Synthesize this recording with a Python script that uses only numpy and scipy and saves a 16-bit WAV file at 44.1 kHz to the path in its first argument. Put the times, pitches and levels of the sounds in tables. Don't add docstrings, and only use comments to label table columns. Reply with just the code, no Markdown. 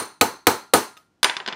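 import sys
import numpy as np
from scipy import signal
from scipy.fft import rfft, irfft, next_fast_len
from scipy.io import wavfile

SR = 44100
rng = np.random.default_rng(int(sys.argv[2]) if len(sys.argv) > 2 else 0)


def attenuation_scalar(level_db):
    decades = np.asarray(level_db, float) / 20
    return 10 ** decades


def inscribe(sig):
    pcm = np.round(np.clip(np.atleast_2d(sig).T, -1, 1) * 32767)
    wavfile.write(sys.argv[1], SR, pcm.astype(np.int16))


N = 68355
LEAD = SR // 10
T = np.arange(SR // 2) / SR

# pitch_hz, level_db (per Hz)
CRACK_COLOUR = [(290, -15), (500, 5.5), (4090, -3), (8210, -8), (9220, -9), (10100, -11.5), (14000, -7),
                (16000, -21.5)]
# pitch_hz, level_db (per Hz)
WASH_COLOUR = [(1500, -11.5), (3000, -3), (4300, -3.5), (7000, -3), (9500, -2), (12000, -7.5),
               (14500, -5.5), (16000, -12.5)]


def unit(x):
    return x / np.sqrt(np.mean(x ** 2) + 1e-20)


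def along(points, hz):
    f, v = np.transpose(points)
    return np.interp(np.log(hz + 1), np.log(f + 1), v)


def coloured(x, gain):
    size = next_fast_len(len(x) + 8192)
    hz = np.fft.rfftfreq(size, 1 / SR)
    return irfft(rfft(x, size) * gain(hz), size)[:len(x)]


def hiss(spectrum, size):
    return unit(coloured(rng.standard_normal(size), lambda hz: attenuation_scalar(along(spectrum, hz))))


def fade(t60, rise, lag=0):
    t = np.maximum(T - lag, 0)
    return attenuation_scalar(-60 * t / t60) * (1 - np.exp(-t / rise))


def ring(modes, scatter_db, rise, lag=0):
    out = np.zeros(len(T))
    for hz, db, t60 in modes:
        strength = attenuation_scalar(db + scatter_db * rng.normal())
        out += strength * fade(t60, rise, lag) * np.sin(2 * np.pi * hz * (T - lag))
    return out


def dying(noise, rise):
    # pitch_hz, t60_s
    room = [(100, .3), (400, 0.23), (1200, 0.33), (3000, 0.3), (5500, 0.31), (9000, 0.28), (12000, 0.26),
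            (15000, 0.22)]
    hz, t, z = signal.stft(noise, SR, nperseg=128)
    loss = attenuation_scalar(-60 * t / along(room, hz)[:, None])
    out = signal.istft(z * loss, SR, nperseg=128)[1][:len(T)]
    return out * (1 - np.exp(-T / rise))


def add(track, s, sound):
    part = track[LEAD + round(s * SR):][:len(sound)]
    part += sound[:len(part)]


def quiet_air():
    # pitch_hz, level_db (per Hz)
    air = [(25, -4.5), (100, -3.5), (344, -1), (450, -12), (800, -12), (2200, -22.5), (6000, -27),
           (16000, -43.5)]
    return attenuation_scalar(-67.5) * hiss(air, N)


def tray_ticks(track):
    # start_s, level_db (peak)
    ticks = [
        (.969, -39.5),
        (.974, -36),
    ]
    # pitch_hz, level_db, t60_s
    tray = [(2760, 5, 0.0082), (3600, 5, 0.0096), (6300, -9.5, 0.029), (12100, -14, 0.011)]
    for s, level_db in ticks:
        tinkle = attenuation_scalar(-5.5) * ring(tray, 1.67, 0.00025)
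        scrape = attenuation_scalar(-7.5) * fade(0.023, 0.00013) * hiss(CRACK_COLOUR, len(T))
        echoes = attenuation_scalar(-22.5) * dying(hiss(CRACK_COLOUR, len(T)), .002)
        add(track, s, attenuation_scalar(level_db) * (tinkle + scrape + echoes))


def clack(top_hz):
    # pitch_hz, level_db, t60_s
    handle = [(1575, 5, .015), (2278, -13, 0.042), (2933, 4.5, 0.018), (3510, 7, 0.015), (3810, -5, .015),
              (4945, -1, 0.03), (5800, -4, 0.011), (6200, -19.5, 0.054)]
    # pitch_hz, level_db (per Hz)
    snap_colour = [(300, -24.5), (700, -13.5), (1500, 2), (2400, -3.5), (3690, 3), (5270, -7), (7170, -12),
                   (16000, -16)]
    # pitch_hz, level_db (per Hz)
    echo_colour = [(59, -61.5), (100, -55), (991, 5), (1200, -2.5), (1830, -0.5), (7610, -17), (8460, -36),
                   (9410, -46), (16000, -59.5)]
    snap = attenuation_scalar(-6.5) * fade(0.021, 0.00026) * hiss(snap_colour, len(T))
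    u = T / 0.00011
    click = -2 * attenuation_scalar(-3) * u * (2 - u) * np.exp(-u)
    ringing = attenuation_scalar(-12.5) * ring(handle, 2, 0.00042)
    echoes = attenuation_scalar(-22) * dying(hiss(echo_colour, len(T)), 0.0011)
    bright_echoes = attenuation_scalar(-37.5) * dying(hiss(WASH_COLOUR, len(T)), 0.00072)
    soften = signal.butter(3, min(top_hz, 20000), fs=SR, output='sos')
    return signal.sosfilt(soften, ringing + snap + click + echoes + bright_echoes)


def bench_knock():
    # pitch_hz, level_db, t60_s
    wood = [(233, -5.5, 0.031), (393.7, -1, 0.068), (887, -3, 0.047), (1018, 0.5, 0.072), (1492, 4, 0.045)]
    # pitch_hz, level_db (per Hz)
    dull_colour = [(60, -24), (200, -2.5), (400, 1), (1000, -1), (2500, -13.5), (6000, -38), (16000, -68)]
    notes = attenuation_scalar(-8.5) * ring(wood, 1.48, 0.0036, 0.00108)
    return notes + attenuation_scalar(-18.5) * dying(hiss(dull_colour, len(T)), 0.0024)


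def clatter(track):
    # start_s, clack_db (peak), top_hz (treble limit), knock_db
    contacts = [(1.2304, 0, 14000, -25.5), (1.244, 1.5, 12000, -12), (1.254, -35, 2980, -17),
                (1.2969, -8.5, 4500, -25.5), (1.367, -13.5, 6800, -27.5), (1.401, -19.5, 3720, -24.5),
                (1.462, -18.5, 5260, -32.5), (1.476, -14, 6800, -16), (1.485, -14, 5640, -30),
                (1.525, -18.5, 4900, -24), (1.531, -22, 4630, -36)]
    for s, clack_db, top_hz, knock_db in contacts:
        add(track, s, attenuation_scalar(clack_db) * clack(top_hz) + attenuation_scalar(knock_db) * bench_knock())


def singing_metal(track):
    # start_s, pitch_hz, level_db, t60_s
    head_notes = [(-.056, 9085, -7, .16), (-.056, 9050, -25, 0.33), (.212, 9100, -28.5, 0.13),
                  (.213, 7400, -12.5, 0.044), (.737, 9100, -12.5, 0.098), (.737, 9125, -36.5, 0.42),
                  (0.735, 9070, -41, 0.44), (1.231, 9103, -22, 0.22), (1.244, 7360, -33.5, 0.22),
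                  (1.244, 3380, -28, .12), (1.242, 6160, -21.5, 0.066), (1.244, 7980, -40, 0.046),
                  (1.367, 9103, -56, 0.25), (1.41, 7360, -64, .5)]
    # start_s, pitch_hz, level_db, t60_s
    tray_notes = [
        (.969, 1262, -45.5, 0.16),
        (.974, 5141, -50.5, 0.064),
        (.974, 10870, -70.5, .3),
    ]
    for s, *mode in head_notes + tray_notes:
        add(track, s, ring([mode], 0, .001))


def crack():
    hold_s, drop_s = .004, 0.0036
    hold = 0.52 + 1 / (1 + np.exp(np.minimum((T - hold_s) / drop_s, 50)))
    return hiss(CRACK_COLOUR, len(T)) * fade(0.036, 0.0006) * hold


def punch_rattle():
    # pitch_hz, width_hz, level_db, t60_s
    punch = [(4220, 260, -0.5, 0.37), (5430, 130, -9, .24), (6170, 110, -3.5, 0.33),
             (7800, 180, -11.5, 0.27), (9200, 140, -6, 0.3), (10850, 280, -15, 0.29)]
    out = np.zeros(len(T))
    for hz, width, db, t60 in punch:
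        noise = rng.standard_normal(len(T))
        band = unit(coloured(noise, lambda f: 1 / (1 + ((f - hz) / width) ** 2)))
        out += attenuation_scalar(db) * fade(t60, .002) * band
    return out


def punch_ping():
    # pitch_hz, level_db, t60_s
    ping = [(2454, -4, 0.018), (3507, -9.5, 0.0093), (4050, -7, 0.075), (4490, -2, 0.046)]
    return ring(ping, 0.87, 0.00027)


def bench_thump():
    # pitch_hz, level_db, t60_s
    bench = [(98.6, -13, 0.2), (222.3, -10.5, 0.19), (276.8, 4.5, 0.056), (419, -8, 0.16), (475, 7, 0.073),
             (700, -3.5, 0.14), (816, -1.5, 0.16), (872, -5, 0.28), (994, -11.5, 0.27), (1154, -18, 0.15),
             (1258, 7, 0.068), (1393, -23.5, 0.58), (1445, -27, 0.083), (1488, -4, 0.16)]
    # pitch_hz, level_db, t60_s
    thud = [(101, -17, 0.07), (295, -2, 0.034), (473, -1.5, 0.023), (732, -2.5, 0.038), (1330, -4, .04)]
    long_notes = attenuation_scalar(-6.5) * ring(bench, 1.3, 0.0028, 0.00298)
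    return long_notes + attenuation_scalar(-3) * ring(thud, 1, 0.005, .0035)


def taps(track):
    # start_s, crack_db, thump_db, extra_brightness_db
    blows = [
        (-.056, -3, -9.5, -1),
        (.211, -3, -10, -2.5),
        (.469, -3, -8.5, 0.5),
        (.736, -4.5, -8, 4.5),
    ]
    # pitch_hz, level_db (per Hz)
    tail_colour = [(35, -37), (60, -15.5), (408, 12.5), (566, 4.5), (1010, 7.5), (2840, -8), (4120, -25.5),
                   (9350, -28.5), (16000, -7.5)]
    same = hiss(tail_colour, len(T))
    share = 0.6
    for s, crack_db, thump_db, bright_db in blows:
        wash = attenuation_scalar(bright_db - 19) * dying(hiss(WASH_COLOUR, len(T)), .002)
        metal = crack() + attenuation_scalar(-26) * punch_rattle() + wash + attenuation_scalar(-7.5) * punch_ping()
        echoes = np.sqrt(share) * same + np.sqrt(1 - share) * hiss(tail_colour, len(T))
        low = bench_thump() + attenuation_scalar(-5) * dying(echoes, 0.0017)
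        add(track, s, attenuation_scalar(crack_db) * metal + attenuation_scalar(thump_db) * low)


def scene():
    track = np.zeros(N + LEAD)
    tray_ticks(track)
    clatter(track)
    singing_metal(track)
    taps(track)
    mid = track[LEAD:] + quiet_air()
    return np.array([mid, mid])


def roll_off(x):
    return signal.sosfilt(signal.butter(12, 16700, fs=SR, output="sos"), x)


def record(dry):
    # pitch_hz, level_db (under the middle)
    side_level = [(500, -95), (900, -60), (1300, -36), (1700, -25), (6000, -26), (9000, -19), (14000, -14)]
    clip_top, clip_hard = .95, 4.3
    low_hz, top_hz, top_fall_db_per_khz = 61.6, 15500, 39
    x = dry.mean(axis=0)
    x = x / (1 + np.abs(x / clip_top) ** clip_hard) ** (1 / clip_hard)
    x = signal.sosfilt(signal.butter(2, low_hz, 'high', fs=SR, output='sos'), x)
    mid = coloured(x, lambda hz: attenuation_scalar(-top_fall_db_per_khz * np.maximum(hz - top_hz, 0) / 1000))
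    smear = rng.standard_normal(len(T)) * fade(.02, .0001)
    blurred = signal.fftconvolve(mid, smear / np.linalg.norm(smear))[:N]
    side = coloured(blurred, lambda hz: attenuation_scalar(along(side_level, hz)))
    return roll_off(np.array([mid + side, mid - side]))


dry = scene()
out = record(dry)
inscribe(out)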